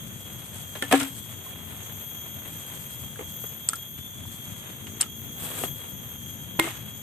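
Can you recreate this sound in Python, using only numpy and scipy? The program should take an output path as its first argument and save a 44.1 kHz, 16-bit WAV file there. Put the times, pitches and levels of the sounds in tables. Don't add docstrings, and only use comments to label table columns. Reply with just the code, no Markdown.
import sys
import numpy as np
from scipy import signal
from scipy.fft import rfft, irfft, next_fast_len
from scipy.io import wavfile
from scipy.ndimage import uniform_filter1d, map_coordinates

SR = 44100
rng = np.random.default_rng(int(sys.argv[2]) if len(sys.argv) > 2 else 0)


def store_wav(level_fs):
    pcm = np.round(np.clip(np.atleast_2d(level_fs), -1, 1) * 32767)
    wavfile.write(sys.argv[1], SR, pcm.T.astype(np.int16))


N = 309613
TOP_HZ = 14600
TIME = np.arange(N) / SR
AGE = np.arange(SR // 2) / SR


def amp(db):
    return 10 ** (np.asarray(db) / 20)


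def unit(x):
    return x / np.sqrt(np.mean(x ** 2) + 1e-20)


def along(points, hz):
    point_hz, values = np.transpose(points)
    return np.interp(np.log(hz + 1), np.log(point_hz), values)


def curves(rows):
    seconds, *columns = np.transpose(rows)
    return [np.interp(TIME, seconds, column) for column in columns]


def wobble(rate):
    knots = rng.standard_normal(int(N * rate / SR) + 4)
    return map_coordinates(knots, [TIME * rate])


def since(s):
    return np.maximum(TIME - s, 0)


def fade(t60):
    return np.exp(-np.log(1000) * AGE / t60)


def add(track, s, sound):
    start = round(s * SR)
    part = sound[..., :N - start]
    track[:, start:start + part.shape[-1]] += part


def filtered(x, response):
    size = next_fast_len(x.shape[-1] + 8192)
    spectrum = rfft(x, size) * response(np.fft.rfftfreq(size, 1 / SR))
    return irfft(spectrum, size)[..., :x.shape[-1]]


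def coloured(x, spectrum, size=2048):
    level_db = along(spectrum, np.fft.rfftfreq(size, 1 / SR))
    cepstrum = irfft(np.log(amp(level_db)))
    cepstrum[1:size // 2] *= 2
    cepstrum[size // 2 + 1:] = 0
    response = irfft(np.exp(rfft(cepstrum)))
    return signal.fftconvolve(x, response[None], axes=1)[:, :x.shape[-1]]


def spread(pair):
    # pitch in Hz, likeness from 0 to 1.
    likeness = [(100, 0.99), (500, 0.49), (1000, 0.11), (2000, 0.048), (4000, 0.029), (12000, 0.015)]
    turn = lambda hz: np.arccos(np.clip(along(likeness, hz), -1, 1)) / 2
    mid, side = filtered(pair, lambda hz: np.array([np.cos(turn(hz)), np.sin(turn(hz))]))
    return np.array([mid + side, mid - side])


def burst(spectrum, t60):
    noise = rng.standard_normal((2, len(AGE))) * fade(t60)
    puff = coloured(spread(noise), spectrum)
    return puff * np.sqrt(np.mean(fade(t60) ** 2) / np.mean(puff ** 2))


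def rush(spectrum, grain_db, grain_rate):
    grains = rng.standard_normal((2, N)) * amp(grain_db * wobble(grain_rate))
    return unit(coloured(spread(grains), spectrum))


def crackle(spectrum, rate, size_db=0.0):
    sizes = amp(size_db * np.minimum(rng.exponential(size=N), 3))
    clicks = (rng.random(N) < rate / SR) * sizes * rng.choice([-1, 1], (2, N))
    return unit(coloured(spread(clicks), spectrum))


def ring(hz, t60, waver=0.35):
    knots = AGE[::256]
    drift = np.interp(AGE, knots, rng.standard_normal(len(knots)))
    return np.sin(2 * np.pi * hz * AGE + waver * drift) * fade(t60)


def song(pitch_hz, pan_db, swell, flutter_db=2.5, buzz_db=3.0):
    # multiple of the pitch, level in dB.
    overtones = [(1, -9), (2, -19), (3, -22.5), (4, -6)]
    phase = 2 * np.pi * np.cumsum(pitch_hz) / SR
    buzz = amp(buzz_db * wobble(120))
    pan = np.array([[pan_db], [-pan_db]]) / 2
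    out = np.zeros((2, N))
    for harmonic, level_db in overtones:
        flutter = amp(flutter_db * np.array([wobble(12), wobble(14)]) + pan)
        tone = np.sin(round(harmonic) * phase + np.array([wobble(5), wobble(4.6)]))
        out += amp(level_db) * swell(harmonic * pitch_hz.mean()) * unit(buzz * flutter * tone)
    return out


def insects(quiet_db=-47.5, rise_share=.4, jitter_hz=1.98):
    # top pitch in Hz, first crest in seconds, cycle in seconds,
    # share by which the pitch falls, level in dB, left-over-right in dB.
    singers = [(3279, 1.63, 1.81, .0145, 2.5, -2), (3377, 1.55, 1.83, .016, -3, 5),
               (3312, 1.6, 1.8, .013, -9, 2), (3228, 1.7, 1.8, .015, -11, 0),
               (3055, .85, 1.05, .018, -16, 2)]
    # middle in seconds, half length in seconds,
    # pitch in Hz at the middle, level in dB.
    solos = np.array([(1.251, 0.13, 3484, -3), (2.202, 0.27, 3300, 0.5), (4.054, 0.36, 3460, 5),
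                      (5.616, 0.42, 3308, 3.5)])
    # centre in Hz, width in Hz, level in dB.
    bands = [(3254, 60, -18), (3330, 420, -14), (6580, 700, -7.5), (10200, 480, -22), (12950, 380, -12),
             (13230, 340, -6.5)]
    # start in seconds, length in seconds, lift in dB (before `swell`).
    bouts = [(0.598, 0.99, 2.5), (1.913, 1, 5), (3.3, 0.18, 5), (5.114, 0.43, 5.5), (6.055, 0.19, 2.5)]
    rise_s, fade_s = 0.022, 0.86
    sag_hz_per_s, solo_jitter_hz = 190, 9

    song_db = quiet_db
    for s, length, db in bouts:
        song_db = song_db + db * (1 - np.exp(-since(s) / rise_s)) * np.exp(-since(s + length) / fade_s)
    mean_db = song_db.mean()
    swell = lambda hz: amp(mean_db + (song_db - mean_db) * hz / TOP_HZ)

    out = np.zeros((2, N))
    for top_hz, crest, cycle, fall, db, pan_db in singers:
        swing = signal.sawtooth(2 * np.pi * (TIME - crest) / cycle, np.clip(1 - rise_share, 0, 1))
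        sag = (1 + swing) / 2
        pitch_hz = top_hz * (1 - fall * sag ** 1.25) + jitter_hz * wobble(90)
        out += amp(db) * song(pitch_hz, pan_db, swell)

    nearest = np.argmin(np.abs(TIME - solos[:, :1]), axis=0)
    middle, half_s, solo_hz, solo_db = solos[nearest].T
    glide_hz = solo_hz - sag_hz_per_s * (TIME - middle) + solo_jitter_hz * wobble(90)
    out += amp(solo_db) * np.exp(-((TIME - middle) / half_s) ** 2) * song(glide_hz, 0, swell)

    for centre_hz, width_hz, db in bands:
        noise = spread(rng.standard_normal((2, N)))
        band = filtered(noise, lambda hz: 2 ** (-2 * ((hz - centre_hz) / width_hz) ** 2))
        out += amp(db + 1.8 * wobble(12)) * swell(centre_hz) * unit(band)
    return out


def road(rumble_db=-45, swing_db=2):
    # time in seconds, pitch in Hz, level in dB.
    course = [(0, 54, -54.5), (.6, 51.43, -63), (1.2, 54.23, -54.5), (4.5, 53.54, -58.5),
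              (4.85, 54.3, -47.5), (5.2, 58, -47.5), (5.55, 62.1, -48), (5.7, 62.85, -52),
              (7.02, 63.1, -61.5)]
    # multiple of the pitch, level in dB.
    exhaust = [(3, -13), (4, -0.5), (5, -9), (6, -9), (7, -10), (8, -10.5)]
    # pitch in Hz, level in dB.
    rumble_colour = [(20, -32), (40, -22.5), (60, -10.5), (85, -1.5), (120, 1.5), (170, -3), (240, -8),
                     (330, -16), (600, -35.5), (2000, -70)]
    pitch_hz, motor_db = curves(course)
    phase = 2 * np.pi * np.cumsum(pitch_hz + 0.38 * wobble(15)) / SR
    motor = np.zeros(N)
    for harmonic, db in exhaust:
        motor += amp(db + 0.97 * wobble(6.8)) * np.sin(round(harmonic) * phase)
    rumble = amp(rumble_db + swing_db * wobble(11)) * rush(rumble_colour, grain_db=0.0, grain_rate=14)
    return amp(motor_db) * motor + rumble


def rustle(stem_db=-4, flick_db=-3):
    # middle in seconds, half length in seconds,
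    # cloth level in dB, grass level in dB.
    brushes = [(0.32, 0.086, -46.5, -63), (0.684, 0.67, -58, -47), (1.13, 0.24, -65, -47),
               (1.74, 0.35, -48, -54.5), (2.432, 0.24, -46.5, -64), (2.75, 0.4, -50.5, -48.5),
               (3.483, 0.39, -54, -53), (4.375, 0.21, -87, -49), (4.703, 0.051, -46, -58),
               (4.912, 0.52, -51, -55), (5.448, 0.074, -39.5, -38.5), (5.512, 0.022, -41, -48),
               (5.57, 0.11, -43, -38.5), (5.603, 0.032, -36, -37.5), (5.648, 0.033, -40, -40),
               (5.85, 0.089, -46.5, -46)]
    # pitch in Hz, level in dB.
    cloth_colour = [(150, -24), (300, -1.5), (500, 3.5), (800, 1), (1600, -1), (2800, -1.5), (3800, -2.5),
                    (4600, -23), (5600, -54), (7000, -9.5)]
    grass_colour = [(3000, -11), (4200, -9.5), (5300, -14.5), (6900, -8.5), (7600, 1.5), (9500, -2),
                    (11000, -10.5), (12300, 1), (13400, -12), (13700, -28)]
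    cloth, grass = amp(-49.5), amp(-54.5)
    for s, half_s, cloth_db, grass_db in brushes:
        stroke = np.exp(-((TIME - s) / half_s) ** 2)
        cloth = np.hypot(cloth, amp(cloth_db) * stroke)
        grass = np.hypot(grass, amp(grass_db) * stroke)
    stems = amp(stem_db) * crackle(cloth_colour, rate=130)
    rubbing = unit(rush(cloth_colour, grain_db=-1.3, grain_rate=140) + stems)
    flicks = amp(flick_db) * crackle(grass_colour, rate=260)
    flicking = unit(rush(grass_colour, grain_db=-0.5, grain_rate=990) + flicks)
    return cloth * amp(1.4 * wobble(21.044)) * rubbing + grass * amp(2.6 * wobble(40)) * flicking


def chops(push_s=0.0011, swell_cycles=2.76, blade_t60=.1):
    # start in seconds, crack level in dB, crack t60 in seconds,
    # nut level in dB, nut pitch ratio, dulling in dB per octave, blade level in dB, blade pitch in Hz,
    # ground push in dB.
    blows = [(0.753, -35.5, 0.14, -47, 0.8, -6, -40.5, 1706, -74),
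             (0.824, -17, 0.015, -33, 1.02, 0, -24, 1770, -60),
             (0.9127, -18, 0.027, -26.5, 0.93, -3, -26, 1810, -60),
             (0.923, -15, 0.015, -45, 1.3, 3, -27.5, 2320, -60),
             (0.9258, -12, 0.027, -9, 1.01, 2.5, -17.5, 1700, -50),
             (1.0077, -45, .02, -19.5, 1, 19, -55, 1720, -60),
             (6.594, -14, 0.015, -33, 1.17, 15, -24, 1868, -16),
             (6.597, -5, 0.0051, -22, 1.21, 13, -18, 2128, -14.5)]
    # pitch in Hz (before the ratio), level in dB, t60 in seconds.
    nut_tones = [(272.4, 0, 0.22), (473, 4, 0.069), (534, -1.5, 0.086), (688, -0.5, 0.064),
                 (750, 8.5, 0.051), (840, -1.5, 0.06), (1068, -11, 0.12), (1317, -17.5, 0.23)]
    # pitch in Hz, level in dB.
    crack_colour = [(60, -16.5), (250, 3.5), (500, -5), (1100, 0.5), (1800, -3), (3400, 1.5), (4900, -17),
                    (6500, -17), (8200, -11.5), (11000, -12), (13300, -10), (14500, -35)]
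    out = np.zeros((2, N))
    u = AGE / push_s
    push = (1 - u) * np.exp(-u)
    for s, crack_db, crack_t60, nut_db, pitch, dull_db, blade_db, blade_hz, push_db in blows:
        nut = np.zeros(len(AGE))
        for hz, db, t60 in nut_tones:
            build_up = 1 - np.exp(-(AGE * hz / swell_cycles) ** 2)
            level = amp(db - dull_db * np.log2(hz / nut_tones[0][0]))
            nut += level * ring(hz * pitch, t60, waver=0.028) * build_up
        blade = ring(blade_hz, blade_t60, waver=0.34)
        crack = amp(crack_db) * burst(crack_colour, crack_t60)
        add(out, s, crack + amp(nut_db) * nut + amp(blade_db) * blade + amp(push_db) * push)
    return out


def tears(attack_s=0.0094, sag_db_per_s=65, bundle_db=1.2, split_db=-1):
    # start in seconds, level in dB,
    # length in seconds, t60 in seconds after it.
    pulls = [(0.809, -39.5, 0.0073, 0.83), (0.909, -25, 0.061, 0.21), (0.986, -31, 0.049, 0.2),
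             (3.974, -35.5, 0.0075, 0.061), (4.864, -40, 0.012, 0.045), (4.999, -29.5, 0.013, 0.13),
             (6.602, -31, 0.052, 0.67), (6.655, -42, 0.015, 0.18)]
    # pitch in Hz, level in dB.
    husk_colour = [(100, -15), (300, -8), (900, 2), (2200, 3), (3600, 1.5), (4900, -13), (6500, -8),
                   (8200, 0), (10500, -11.5), (13000, -11), (14000, -46)]
    tearing = np.zeros(N)
    for s, db, length, t60 in pulls:
        easing = amp(db - sag_db_per_s * np.minimum(since(s), length))
        opening = 1 - np.exp(-since(s) / attack_s)
        tearing += easing * opening * np.exp(-np.log(1000) * since(s + length) / t60)
    bundles = unit(amp(bundle_db * wobble(140)))
    splits = amp(split_db) * crackle(husk_colour, rate=520, size_db=1.6)
    return tearing * bundles * unit(rush(husk_colour, grain_db=0.0, grain_rate=820) + splits)


def handling(scuff_db=-7, thud_db=-3, soft_s=0.00093):
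    # start in seconds, level in dB, pitch in Hz,
    # t60 in seconds.
    ticks = [(0.825, -21.5, 1400, 0.019), (.838, -29, 3000, 0.014), (.927, -17, 5950, 0.0059),
             (1.012, -27.5, 1390, 0.06), (1.464, -39, 1050, 0.053), (3.159, -36, 1640, .018),
             (3.194, -42, 1070, 0.025), (3.211, -45, 1140, 0.017), (3.692, -37, 1330, 0.092),
             (3.733, -22.5, 1370, 0.045), (3.7332, -27.5, 1710, 0.028), (4.254, -38, 960, 0.02),
             (4.869, -32, 2920, .009), (5.0098, -26, 1600, .007), (5.01, -22, 4260, 0.0056),
             (5.0123, -27, 2840, 0.0079), (5.02, -35, 1570, 0.014), (5.029, -25, 2900, 0.025),
             (5.039, -35, 1380, .03), (5.062, -40, 1290, 0.05), (5.6367, -34, 1130, .014),
             (5.637, -28, 2744, .018), (6.628, -29.5, 2900, .015), (6.64, -31.5, 2110, 0.13),
             (6.667, -26, 1900, .015), (6.678, -29, 1120, 0.021), (6.688, -31, 2170, .015)]
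    # start in seconds, level in dB,
    # t60 in seconds, main pitch in Hz.
    bumps = [(0.8255, -24.5, 0.041, 510), (.9365, -11, 0.051, 776), (3.191, -28, 0.043, 440),
             (3.207, -32, 0.066, 390), (3.4392, -33.5, 0.053, 430), (5.454, -39, 0.042, 790),
             (5.515, -35, 0.055, 1100), (5.614, -31.5, 0.035, 490), (5.6367, -18.5, 0.022, 710),
             (5.645, -35, 0.056, 374), (6.5894, -20, 0.05, 237), (6.5962, -11.5, 0.017, 1050),
             (6.642, -25.5, 0.064, 322), (6.672, -27.5, 0.043, 643)]
    # pitch in Hz, level in dB.
    chip_colour = [(300, -18), (800, -5), (1400, 4.5), (3500, 1), (4800, -13.5), (9000, 9), (14000, -48)]
    soil_colour = [(60, -71), (220, -9), (360, 8.5), (550, -2.5), (780, -2.5), (1200, -3), (3000, -11),
                   (5000, -43), (8000, -15), (14000, -53)]
    out = np.zeros((2, N))
    for s, db, hz, t60 in ticks:
        tick = ring(hz, t60, waver=1.0) + amp(scuff_db) * burst(chip_colour, t60)
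        add(out, s, amp(db) * tick)
    for s, db, t60, hz in bumps:
        thud = ring(hz, t60, waver=0.99) + amp(thud_db) * burst(soil_colour, t60)
        add(out, s, amp(db) * thud * (1 - np.exp(-AGE / soft_s)))
    return out


def snaps(pan_db=-2.5, scatter=.025, attack_s=.0001):
    # start in seconds, level in dB, t60 of the noise in seconds.
    breaks = [(.922, -21, .01), (0.9273, -18, 0.007), (0.9993, -24, 0.02), (1.0145, -27, 0.012),
              (1.03, -26.5, 0.027), (3.6885, -4, 0.0046), (3.6962, -21, 0.0072), (3.7342, -26, 0.006),
              (3.7555, -30, 0.035), (5.0093, -17, 0.0036), (5.0104, -10.5, 0.0045), (5.0123, -11, 0.011),
              (5.0134, -18, .004), (5.0161, -22, .004), (5.0202, -17, .007), (5.0285, -29, .012),
              (6.5973, -13.5, 0.0077)]
    # typical pitch in Hz, level in dB, t60 in seconds.
    pings = [(7530, -5.5, 0.01), (8820, 1, .006)]
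    # pitch in Hz, level in dB.
    fibre_colour = [(200, -79), (1200, -14), (3000, -8.5), (4200, -7.5), (5200, -3), (6300, -8),
                    (7500, 1.5), (8100, 7.5), (9200, 2), (10200, -5), (11300, -5), (13300, -20),
                    (14500, -31)]
    first_gap_s, slowing, loss_db = .0031, 1.5, 10.5
    place = amp(np.array([[pan_db], [-pan_db]]) / 2)
    out = np.zeros((2, N))
    for s, db, t60 in breaks:
        for k in range(3):
            ping = np.zeros(len(AGE))
            for hz, level_db, life in pings:
                fibre_hz = hz * np.exp(scatter * rng.standard_normal())
                ping += amp(level_db) * ring(fibre_hz, life)
            snap = (ping + burst(fibre_colour, t60)) * (1 - np.exp(-AGE / attack_s))
            add(out, s, amp(db - loss_db * np.sqrt(k)) * place * snap)
            s = s + first_gap_s * slowing ** k
    return out


def garden(x):
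    # pitch in Hz, t60 in seconds.
    tail_t60 = [(200, 0.016), (2000, 0.27), (10000, 0.1)]
    hz, t, z = signal.stft(rng.standard_normal((2, SR // 2)), SR, nperseg=256)
    dying = np.exp(-np.log(1000) * t / along(tail_t60, hz)[:, None])
    tail = signal.istft(z * dying, SR, nperseg=256)[1]
    return signal.fftconvolve(x, tail / np.linalg.norm(tail[0]), axes=1)[:, :N]


def gain_control(x, sense_hz=2400, threshold_db=-13, most_db=3, recover_db_per_s=3.5, attack_s=0.058):
    sensed = filtered(x, lambda hz: hz > sense_hz)
    power = np.abs(uniform_filter1d(np.mean(sensed ** 2, axis=0), size=64))
    excess_db = np.clip(10 * np.log10(power + 1e-12) - threshold_db, 0, most_db)
    recovered_db = recover_db_per_s * TIME
    cut_db = np.maximum.accumulate(excess_db + recovered_db) - recovered_db
    keep = np.exp(-1 / (attack_s * SR))
    return x * amp(-signal.lfilter([1 - keep], [1, -keep], cut_db))


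def scene(echo_db=-17):
    surroundings = insects() + road() + rustle()
    work = chops() + tears() + handling() + snaps()
    return surroundings + work + amp(echo_db) * garden(work)


def record(dry, edge_db=-26):
    # pitch in Hz, left-over-right in dB.
    left_lean = [(60, 6), (300, 6.5), (600, 0), (1200, -0.5), (4000, 1.5), (6600, -1), (8500, 6),
                 (11000, 7.5), (13500, 4.5)]
    lean = lambda hz: amp(np.array([along(left_lean, hz), -along(left_lean, hz)]) / 2)
    edge = lambda hz: amp(edge_db * np.interp(hz, [13500, 13680, TOP_HZ], [0, 1, 1.3]))
    channels = gain_control(filtered(dry, lambda hz: lean(hz) * edge(hz)))
    return filtered(np.clip(channels, -1, 1), lambda hz: hz < TOP_HZ)


dry = scene()
out = record(dry)
store_wav(out)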